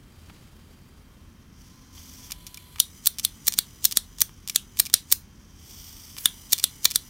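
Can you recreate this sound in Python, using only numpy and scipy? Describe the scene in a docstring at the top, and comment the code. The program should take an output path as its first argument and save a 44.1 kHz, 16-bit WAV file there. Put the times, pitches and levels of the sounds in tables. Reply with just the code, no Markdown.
"""A sleeve of coloured noise brushes a table in a quiet room, a hand rustles and bumps; leaking gas fades in.
The gas is noise split between hood, valve and jet; from 1.6 s a thin wavering tone whistles in the valve.
From 2.3 s a metal lever lighter, just filled, is worked nine times close above the table: each press ticks
in the linkage, grinds the flint wheel and throws the cap open. On each of the eight releases the pawl clicks
twice and the cap snaps shut; the last opening stays open. Chattering forces ring the metal resonances."""
import sys
import numpy as np
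from scipy import signal
from scipy.fft import rfft, irfft, next_fast_len
from scipy.io import wavfile
from scipy.ndimage import uniform_filter1d, minimum_filter1d, map_coordinates

SR = 44100
rng = np.random.default_rng(int(sys.argv[2]) if len(sys.argv) > 2 else 0)


def store_pcm(level_fs):
    """Save levels as 16-bit WAV."""
    pcm = np.round(np.clip(level_fs, -1, 1) * 32767).astype(np.int16)
    wavfile.write(sys.argv[1], SR, np.atleast_2d(pcm).T)


N = 312669

# Levels of contacts are relative: each layer adds its own gain.
# Cap hits its open stop. Each row: time in seconds, level in dB, thud in dB, low ring in dB, treble in dB,
# brightest ring in Hz, flint bite length in seconds, wheel grind in dB.
CAP_OPENINGS = [(2.8005, -5.5, -1, 0.5, 0, 3130, 0.0051, -62), (3.2496, -11.5, 1.5, 2, 3, 4500, 0.02, -63),
                (3.5878, -10, 7.5, -2, 0, 4640, 0.023, -63), (3.9716, -8.5, 5, -5, -1, 5330, 0.017, -60),
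                (4.5596, -9.5, 6, -2, 0, 6770, 0.013, -51), (4.9397, -4, 5.5, -7, -3.5, 5390, 0.01, -61),
                (6.2573, -7, 11, 5, 1.5, 2970, 0.018, -40), (6.6402, -8, 4.5, -2, 2.5, 3550, .012, -53),
                (6.9585, -10, 5, -5.5, 1, 3590, 0.02, -56)]
# Cap snaps shut. Each row: time in seconds, level in dB, thud in dB, low ring in dB, treble in dB,
# brightest ring in Hz, lead of the first pawl click in seconds, second click in dB.
CAP_CLOSINGS = [(3.072, -9, 3, 1, 5.5, 4550, 0.013, -20), (3.4819, -11, 8, -6, 4, 5500, 0.012, -23),
                (3.8533, -7.5, -0.5, -3.5, 2, 5340, 0.0101, -22),
                (4.2183, -11, 3, 4, 4, 5755, 0.0122, -19.5), (4.8, -9, 3.5, -3, 1.5, 5150, 0.0099, -16.5),
                (5.1249, -5.5, 1, -1, 4.5, 4600, 0.0085, -21.5), (6.5316, -8, 2, 0, 0.5, 3580, 0.0086, -44),
                (6.8546, -9, 6.5, 3.5, -5.5, 4190, 0.009, -26)]
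# Resonances of the case, cap open and cap shut. Each row: frequency in Hz, width in Hz, level in dB.
OPEN_MODES = [(1446, 143, -11), (2053, 140, -11), (3220, 130, -8), (3244, 140, 4.5), (3830, 550, 6),
              (4480, 164, 4.5), (5140, 130, -1), (5910, 480.0, -2.5), (6927, 94, -1.5), (8570, 1300, 2),
              (9740, 560, 4.5), (11370, 1000, 0.5), (12800, 940, -3), (14600, 2000, -3)]
SHUT_MODES = [(1310, 1000, -16.5), (1946, 150, -10), (2344, 180, -8), (3500, 600, -3), (4050, 700, -.5),
              (4520, 200, 1.5), (5550, 360, 2.5), (6150, 420, 3), (6950, 850, 0), (8650, 1050, 2),
              (9700, 400, -2.5), (11600, 1300, -1), (13400, 1500, 1), (15400, 1000, 1)]
# Linkage takes up before each strike. Each row: first tick in seconds, middle tick after it in seconds,
# last tick after it in seconds, first, middle and last level in dB, spring ring in dB.
TAKE_UPS = [(2.304, 0.0044, 0.015, -44.5, -36, -27.5, 4), (3.1853, 0.0039, 0.011, -29.5, -32, -27, 2),
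            (3.523, 0.0085, .015, -29, -35, -27.5, -5), (3.912, 0.0047, 0.011, -31, -34, -25, -2),
            (4.476, 0.009, .021, -30.5, -33, -24, 7), (4.854, 0.0053, 0.012, -34.5, -31.5, -31.5, 12),
            (6.167, .013, .0168, -40, -41, -32.5, 3), (6.5808, 0.0052, 0.016, -31.5, -29.5, -28.5, 5),
            (6.904, 0.0065, 0.013, -32.5, -27, -30, 6)]
# Stray small ticks, dull knocks and creaks of the lever and hinge. Each row: time in seconds, level in dB,
# scrape length in seconds, spring ring in dB.
STRAY_CONTACTS = [(2.4667, -35, 0.0067, 2), (2.5437, -37.5, .0032, -1), (2.573, -37.5, 0.0024, 14.5),
                  (2.759, -41.5, .002, 1), (2.7845, -41, .002, -1.5), (4.185, -38.5, 0.0021, -12),
                  (4.293, -49, 0.0018, -5), (4.771, -38.5, 0.0021, 3.5), (4.899, -39, .0022, -5.5)]
# Broad spectra of cap knock, linkage, room tail, wheel grind. Each row: frequency in Hz, density in dB per Hz.
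KNOCK_COLOUR = [(100, -19), (250, -5.5), (600, -18.5), (1200, -19.5), (2500, -9.5), (4000, 2), (9000, -7),
                (15000, -9), (18000, -6.5)]
LEVER_COLOUR = [(350, -73), (600, -16.5), (1070, -9.5), (1630, -12), (2110, -6.5), (2360, -4), (2700, -3),
                (3460, -1.5), (4250, -3.5), (5070, 3.5), (6760, -2.5), (9270, -3), (10300, -5),
                (13600, -4.5), (15800, -9)]
ROOM_COLOUR = [(100, -1), (1000, 1), (2200, 2), (3700, 4), (4600, 0), (16000, -3)]
GRIND_COLOUR = [(600, -25), (2000, -6.5), (6000, -6), (10000, 0.5), (16000, 3)]
# Spectra of gas in valve, hood and jet. Each row: frequency in Hz, density in dB per Hz.
VALVE_COLOUR = [(3800, -42.5), (4300, -19.5), (4600, -6), (5200, -2), (5450, -2.5), (5750, 2.5),
                (6050, -1.5), (6400, -2), (6900, -9), (8000, -22.5), (12000, -43)]
HOOD_COLOUR = [(500, -13), (1100, -9.5), (1600, -20.5), (1950, -6.5), (2350, -5.5), (2700, -11.5),
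               (3050, -1), (3500, -2.5), (3800, -9), (4150, -10), (4600, -5), (8000, -50)]
JET_COLOUR = [(5500, -27), (7200, 0.5), (9700, 1), (10450, -5.5), (11300, 0.5), (12500, -1.5), (15700, -3)]
# Spectra of room tone and sleeve. Each row: frequency in Hz, density in dB per Hz.
ROOM_TONE_COLOUR = [(20, -20.5), (42, 2), (70, -6.5), (101, -5.5), (192, -7.5), (233, -9), (268, -12),
                    (674, -31), (1080, -24), (2300, -30.5), (2880, -31.5), (7000, -40), (15800, -41)]
SLEEVE_COLOUR = [(200, 13), (500, 5), (1500, -3), (3000, -2.5), (6000, -4.5), (15000, -10)]
# Flow of the leaking gas. Each row: time in seconds, level in dB.
FLOW = [(1.2, -67), (1.5, -66.5), (1.6, -56.5), (1.9, -59), (1.98, -50), (2.29, -50.5), (2.35, -54.5),
        (3.73, -55), (4.13, -57.5), (4.39, -58), (5.07, -57.5), (5.3, -62), (5.54, -59), (5.7, -49.5),
        (6.12, -50), (6.43, -52), (7.06, -53)]
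# Drops of liquid spit through the valve. Each row: time in seconds, boost in dB.
SPITS = [(1.979, 7.7), (2.232, 3.5)]
# Valve hiss pitch, sinking slightly. Each row: time in seconds, ratio.
VALVE_PITCH = [(5.3, 1), (5.52, 1), (5.8, 0.98)]

SIZE = 4096  # samples in a contact
TIME_S = np.arange(N) / SR
HZ = np.fft.rfftfreq(SIZE, 1 / SR)
AGE_S = np.arange(SIZE) / SR

# the thumb holds the lever half down: the valve hisses less, the hood takes the gas
HELD_SPAN_S = (2.32, 2.8)
HELD_VALVE_DB, HELD_HOOD_DB = -8.5, 3.5
# under the weak flow, jet and hood fade faster; above it, with the cap shut, the valve rushes
WEAK_FLOW_DB = -52
JET_FADE_DB_PER_DB, HOOD_FADE_DB_PER_DB, VALVE_RUSH_DB_PER_DB = 0.86, 0.51, 1
# the jet sings at the edge of its nozzle; level relative to the strongest flow
EDGE_HZ, EDGE_WIDTH_HZ, EDGE_DB, EDGE_FADE_DB_PER_DB = 14200, 1300, -9, 2.5
SPIT_S = 0.01
# cap open: valve higher and weaker, jet freer, hiss mirrored by the cap
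OPEN_VALVE_RATIO, OPEN_VALVE_DB, OPEN_JET_DB = 1.044, -1, 1.5
CAP_ECHO_S, CAP_ECHO_DB = 0.001, -7
# the whistle sags, then locks onto a lower, stronger note
WHISTLE_START_S, WHISTLE_HZ, SAG_HZ_PER_S = 1.62, 1044, 52
LOCK_S, LOCKED_HZ, LOCKED_DB = 2.18, 999, 4.5
# scrape lengths of the three take-up ticks
TICK_S, SLIP_S, SEAT_S = .0007, .0016, .002
GRIND_S = 0.084  # the flint wheel turns this long before each strike
# the second tooth clicks with this share of the pawl's lead left
FIRST_TOOTH_DB, SECOND_TOOTH_SHARE = -20, 0.34
# table-top reflection, stronger off the raised cap
TABLE_ECHO_S, TABLE_OPEN_DB, TABLE_SHUT_DB = .0017, -7, -11.5


def undb(db):
    """Decibels to gain."""
    return 10 ** (np.asarray(db) / 20)


def curve(rows):
    """Second column of a time table, joined by straight lines."""
    s, value = np.transpose(rows)
    return np.interp(TIME_S, s, value)


def colour(points, hz):
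    """Gain of a (Hz, dB) spectrum at the given frequencies."""
    points_hz, db = np.transpose(points)
    return undb(np.interp(np.log(hz + 1), np.log(points_hz), db))


def noise(points):
    """Coloured noise of unit rms."""
    size = next_fast_len(N)
    gain = colour(points, np.fft.rfftfreq(size, 1 / SR))
    x = irfft(rfft(rng.standard_normal(size)) * gain, size)[:N]
    return x / x.std()


def band(hz, width_hz):
    """Narrow band of noise: an unsteady tone."""
    return noise([(hz - 2 * width_hz, -60), (hz - width_hz, -18), (hz, 0), (hz + width_hz, -18),
                  (hz + 2 * width_hz, -60), (2 * hz + 2 * width_hz, -90)])


def walk(rate_hz):
    """Slow random wander of spread about 0.8."""
    hold = int(SR / rate_hz)
    steps = np.repeat(rng.standard_normal(N // hold + 1), hold)
    return uniform_filter1d(steps, hold)[:N]


def during(spans_s):
    """1 within the (from, to) spans and 0 outside, with soft edges."""
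    return uniform_filter1d(sum(1. * ((TIME_S > a) & (TIME_S < b)) for a, b in spans_s), size=1000)


def swell(start_s, attack_s, end_s, release_s, db, growth_db_per_s):
    """Gain that rises, may grow or sink until its end, and is released."""
    attack = np.clip((TIME_S - start_s) / attack_s, 0, 1)
    release = np.clip(1 - (TIME_S - end_s) / release_s, 0, 1)
    return attack * release * undb(db + growth_db_per_s * (np.clip(TIME_S, start_s, end_s) - start_s))


def add(track, s, x):
    """Mix a sound into the track at time s."""
    i = int(s * SR)
    track[i:i + len(x)] += x[:N - i]


def grit():
    """Rough metal catches and lets go: an uneven factor on a force."""
    return undb(4 * np.repeat(rng.standard_normal(SIZE // 32), 32))


def uneven():
    """No two contacts land alike: each favours its own pitches above 2 kHz."""
    ripple_db = np.interp(HZ, np.linspace(0, SR / 2, 80), rng.standard_normal(80))
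    return undb(2 * np.clip(HZ / 2000 - 1, 0, 1) * ripple_db)


def contact(length_s, bounce_s, bounce_db):
    """Force of a blow and of its one rebound, each decaying exponentially."""
    late_s = np.maximum(AGE_S - bounce_s, 0)
    return np.exp(-AGE_S / length_s) + undb(bounce_db) * (late_s > 0) * np.exp(-late_s / length_s)


def blow(gain, force):
    """Chatter of tiny contacts under a force envelope rings a body; unit energy."""
    chatter = rfft(rng.standard_normal(SIZE) * force)
    # hard contacts carry all pitches about equally
    chatter /= np.sqrt(uniform_filter1d(abs(chatter) ** 2, size=17) + 1e-12)
    # minimum-phase response: the body rings only after the force
    cepstrum = irfft(np.log(gain + 1e-6))
    cepstrum[1:SIZE // 2] *= 2
    cepstrum[SIZE // 2 + 1:] = 0
    x = irfft(chatter * np.exp(rfft(cepstrum)))[:SIZE // 2]
    return x / np.sqrt(np.sum(x ** 2))


def background():
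    """Room tone of noise with a low hum, a faint sine whine and a drone that swells once."""
    out = noise(ROOM_TONE_COLOUR) * undb(-51.5 + .5 * walk(3.3))
    out += band(81.4, 22.04) * undb(-57.0)
    out += undb(-72.5) * np.sin(2 * np.pi * 3148 * TIME_S)
    drone_gain = swell(start_s=1.55, attack_s=.25, end_s=2.2, release_s=.1, db=-59.5, growth_db_per_s=3)
    return out + band(262.5, 22.9) * drone_gain


def handling():
    """Friction noise of sleeve and hand on the table, a rustle and a bump among things; a thin hiss above."""
    sleeve_gain = swell(start_s=-.1, attack_s=.32, end_s=1.1, release_s=.6, db=-54.0, growth_db_per_s=-7.0)
    out = noise(SLEEVE_COLOUR) * sleeve_gain * undb(2.1 * walk(140) + walk(13.54))
    rustle = noise([(700, -20), (1400, 0), (3800, -2), (7000, -8), (12000, -20)])
    rustle_gain = swell(start_s=.18, attack_s=.1, end_s=.36, release_s=.3, db=-66, growth_db_per_s=0)
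    out += rustle * rustle_gain * undb(4 * walk(204))
    hiss_gain = swell(start_s=.05, attack_s=.1, end_s=1.0, release_s=.15, db=-72, growth_db_per_s=-2)
    out += band(4730, 260) * hiss_gain * undb(1.2 * walk(12))
    dull = colour([(300, 1), (2500, 4), (5000, -11), (8000, -22)], HZ)
    add(out, .298, undb(-22.5) * blow(dull, np.exp(-AGE_S / 0.0034)))
    return out


def room(x, t60_s, wet_db, echo_s, echo_db):
    """One early reflection and the short tail of a small room, its pattern new every quarter second."""
    step = SR // 4
    diffuse, age_s = noise(ROOM_COLOUR), TIME_S[:step]
    fade = undb(-60 * age_s / t60_s) * np.clip(age_s / 0.0043, 0, 1)
    out = x + undb(echo_db) * np.interp(TIME_S - echo_s, TIME_S, x)
    # the room gathers sound from all sides of the case, which blurs its resonances
    blur = np.exp(2j * np.pi * np.cumsum(380 * walk(900)) / SR)
    spread = (signal.hilbert(x, next_fast_len(N))[:N] * blur).real
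    for i in range(0, N - step, step):
        tail = diffuse[i:i + step] * fade
        tail /= np.sqrt(np.sum(tail ** 2))
        add(out, i / SR, undb(wet_db) * signal.fftconvolve(spread[i:i + step], tail))
    return out


def glance(x, db):
    """The sound and its reflection off the table top."""
    return x + undb(db) * np.interp(TIME_S - TABLE_ECHO_S, TIME_S, x)


def whistle():
    """A sagging tone locks onto a firmer, lower note; airy bands above it come out while the lever is held."""
    held, locked = during([HELD_SPAN_S]), during([(LOCK_S, N / SR)])
    sagging_hz = WHISTLE_HZ - SAG_HZ_PER_S * (TIME_S - WHISTLE_START_S)
    hz = sagging_hz + locked * (LOCKED_HZ - sagging_hz)
    unsteady_hz = hz * (1 + .003 * walk(25))
    tone = np.sqrt(2) * np.sin(2 * np.pi * np.cumsum(unsteady_hz) / SR)
    air = band(4120, 260) * undb(-3.0 + 8 * held)
    air += band(11300, 1900) * undb(8) * held
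    gain = swell(WHISTLE_START_S, attack_s=.12, end_s=2.74, release_s=.08, db=-69.5, growth_db_per_s=-1)
    return (tone * undb(LOCKED_DB * locked) + air) * gain * undb(.7 * walk(18))


def swirl(x, depth_db, rate_hz):
    """Turbulence: overlapping bands swell and sink on their own."""
    size = next_fast_len(N)
    spectrum, hz = rfft(x, size), np.fft.rfftfreq(size, 1 / SR)
    step_hz = SR / 40
    out = np.zeros(N)
    for k in range(16):
        weight = np.maximum(1 - abs(hz / step_hz - k), 0)
        out += irfft(spectrum * weight, size)[:N] * undb(depth_db * walk(rate_hz))
    return out


def gas(hood_gain_db, valve_gain_db, jet_gain_db, flutter_db):
    """Turbulent gas blows through the hood, hisses in the valve and sizzles as a jet; drops flutter and spit."""
    flow_db = curve(FLOW)
    held = during([HELD_SPAN_S])
    opened_s = [row[0] for row in CAP_OPENINGS]
    shut_s = [row[0] for row in CAP_CLOSINGS] + [N / SR]
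    lifted = during(zip(opened_s, shut_s))
    weak_db = np.minimum(flow_db - WEAK_FLOW_DB, 0)
    rush_db = VALVE_RUSH_DB_PER_DB * np.maximum(flow_db - WEAK_FLOW_DB, 0) * (1 - lifted)
    spit_db = sum(db * np.exp(-((TIME_S - s) / SPIT_S) ** 2) for s, db in SPITS)

    hood_db = hood_gain_db + HELD_HOOD_DB * held + HOOD_FADE_DB_PER_DB * weak_db + spit_db
    hood = noise(HOOD_COLOUR) * undb(hood_db)

    # reading the noise faster raises its pitch
    pitch = curve(VALVE_PITCH) * OPEN_VALVE_RATIO ** lifted
    valve = map_coordinates(noise(VALVE_COLOUR), [np.cumsum(pitch)], mode="mirror")
    valve *= undb(valve_gain_db + HELD_VALVE_DB * held + OPEN_VALVE_DB * lifted + rush_db + spit_db / 2)

    jet = noise(JET_COLOUR) * undb(jet_gain_db + OPEN_JET_DB * lifted + JET_FADE_DB_PER_DB * weak_db)
    edge_db = EDGE_DB + EDGE_FADE_DB_PER_DB * (flow_db - flow_db.max())
    jet += band(EDGE_HZ, EDGE_WIDTH_HZ) * undb(edge_db)

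    hiss = swirl(undb(flow_db) * (hood + valve + jet), depth_db=1.5, rate_hz=3)
    fade_in = np.clip(TIME_S - .5, 0, 1)
    hiss *= fade_in * undb(flutter_db * walk(200))
    return hiss + lifted * undb(CAP_ECHO_DB) * np.interp(TIME_S - CAP_ECHO_S, TIME_S, hiss)


def take_up(s, middle_s, last_s, first_db, middle_db, last_db, ring_db):
    """Tick, slip and seating scrape of a press, as (s, dB, scrape s, ring dB); the last rings the spring."""
    return [(s, first_db, TICK_S, 0),
            (s + middle_s, middle_db, SLIP_S, 0),
            (s + last_s, last_db, SEAT_S, ring_db)]


def lever(body, gain_db, thud_db):
    """Gritty small contacts of lever and hinge ring the metal; weak ones are duller, each has its own pitches."""
    out = np.zeros(N)
    ticks = [tick for press in TAKE_UPS for tick in take_up(*press)]
    for s, db, length_s, ring_db in ticks + list(STRAY_CONTACTS):
        softness = np.clip((-37 - db) / 5, 0, 1)
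        dull = colour([(500, 0.00057), (900, thud_db * softness), (3000, thud_db * softness / 2), (4200, 0)], HZ)
        spring = colour([(1900, 0.0082), (2400, ring_db), (3100, 0.0069)], HZ)
        force = grit() * np.exp(-AGE_S / max(length_s, 1e-4))
        add(out, s, undb(db + gain_db) * blow(body * dull * spring * uneven(), force))
    return out


def grind(rough_db):
    """The flint wheel turns with a gritty, rough noise until the cap hits its stop."""
    turning = sum(undb(db) * ((TIME_S > s - GRIND_S) & (TIME_S < s)) for s, *_, db in CAP_OPENINGS)
    return uniform_filter1d(turning, size=300) * noise(GRIND_COLOUR) * undb(rough_db * walk(240))


def rasp(table, body, lead_s, rise_s, level_db, follow):
    """Rubbing metal gathers speed up to each blow; follow ties its level to the strength of the blow."""
    out = np.zeros(N)
    end_s, db = np.transpose(table)[:2]
    for end, length, strength_db in np.broadcast(end_s, lead_s, db - db.mean()):
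        speed = np.exp(np.minimum(AGE_S - length, 0) / rise_s) * (AGE_S < length)
        add(out, end - length, undb(level_db + follow * strength_db) * blow(body, speed * grit()))
    return out


def ratchet(body, gain_db):
    """The pawl slips over two teeth just before the cap shuts: light, bright clicks with a rebound."""
    out, force = np.zeros(N), contact(0.00061, 0.00037, 4.8)
    for s, *_, lead_s, second_db in CAP_CLOSINGS:
        add(out, s - lead_s, undb(FIRST_TOOTH_DB + gain_db) * blow(body, force))
        add(out, s - SECOND_TOOTH_SHARE * lead_s, undb(second_db + gain_db) * blow(body, force))
    return out


def case(modes, knock_db):
    """Gain of the case: its resonances over the broad knock of the contact."""
    hz, width_hz, db = np.transpose(modes)[:, :, None]
    width_hz = np.maximum(width_hz, hz / 40)  # the hand damps every ring
    ring_power = np.sum(undb(db) ** 2 / (1 + 2 * ((HZ - hz) / width_hz) ** 2) ** 2, axis=0)
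    knock = undb(knock_db) * colour(KNOCK_COLOUR, HZ)
    return np.sqrt(ring_power + knock ** 2)


def cap(table, body, force, gain_db, bright_db, bright_share):
    """The cap strikes the case; grip shifts thud, low ring and treble, the spot struck brings out one pitch."""
    out = np.zeros(N)
    for s, db, thud_db, ring_db, treble_db, bright_hz, *_ in table:
        grip = colour([(1800, thud_db), (3000, ring_db), (3450, ring_db), (4050, 0),
                       (6500, 0.0015), (9000, treble_db)], HZ)
        spot = 1 + undb(bright_db) / (1 + ((HZ / bright_hz - 1) / bright_share) ** 2)
        add(out, s, undb(db + gain_db) * blow(body * grip * spot * uneven(), force))
    return out


def scene():
    """Lighter with table and room reflections, then gas, whistle, handling and background."""
    opened, shut = case(OPEN_MODES, knock_db=-7.5), case(SHUT_MODES, knock_db=-10.0)
    flint = colour([(300, -25.0), (2000, -10.5), (4000, 0.5), (6500, 6.0), (10000, -2.5), (16000, -3.5)], HZ)
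    pawl = shut * colour([(500, -13.5), (2500, 1.0), (6000, -1.5), (15000, 5.0)], HZ)
    linkage = colour(LEVER_COLOUR, HZ) * shut ** 0.3

    lighter = glance(lever(linkage, gain_db=23.5, thud_db=30.5), db=TABLE_SHUT_DB)
    lighter += grind(rough_db=3.0)
    # the harder the flint bites, the softer the cap arrives
    bites_s = [bite_s for *_, bite_s, _ in CAP_OPENINGS]
    lighter += rasp(CAP_OPENINGS, flint, lead_s=bites_s, rise_s=0.0094, level_db=-4.5, follow=-0.39)
    opening_force = contact(0.0007, 0.00059, -8.0)
    openings = cap(CAP_OPENINGS, opened, opening_force, gain_db=21.5, bright_db=3, bright_share=0.019)
    lighter += glance(openings, db=TABLE_OPEN_DB)

    # closing, the hinge swings back and the cap slides onto its seat
    lighter += rasp(CAP_CLOSINGS, flint, lead_s=0.044, rise_s=0.011, level_db=-4.5, follow=0)
    lighter += rasp(CAP_CLOSINGS, shut, lead_s=0.0038, rise_s=0.0027, level_db=8.0, follow=0.34)
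    lighter += ratchet(pawl, gain_db=22.5)
    closing_force = contact(0.00083, 0.0038, -25.0)
    closings = cap(CAP_CLOSINGS, shut, closing_force, gain_db=22.5, bright_db=4.0, bright_share=0.021)
    lighter += glance(closings, db=TABLE_SHUT_DB)

    out = room(lighter, t60_s=0.18, wet_db=-19.5, echo_s=0.0059, echo_db=-21.5)
    out += gas(hood_gain_db=-7.0, valve_gain_db=-3.5, jet_gain_db=-2.5, flutter_db=2)
    out += whistle() + handling() + background()
    return out[None]


def record(dry):
    """A fast limiter holds peaks to 1.2 times full scale; a lowpass then cuts the top."""
    lowpass = signal.firwin(161, 15850, fs=SR, window=("kaiser", 7))  # cutoff in Hz
    headroom = np.minimum(1, 1.2 / (abs(dry) + 1e-9))
    gain = uniform_filter1d(minimum_filter1d(headroom, size=15), size=15)
    return signal.fftconvolve(dry * gain, lowpass[None], mode="same")


dry = scene()
out = record(dry)
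store_pcm(out)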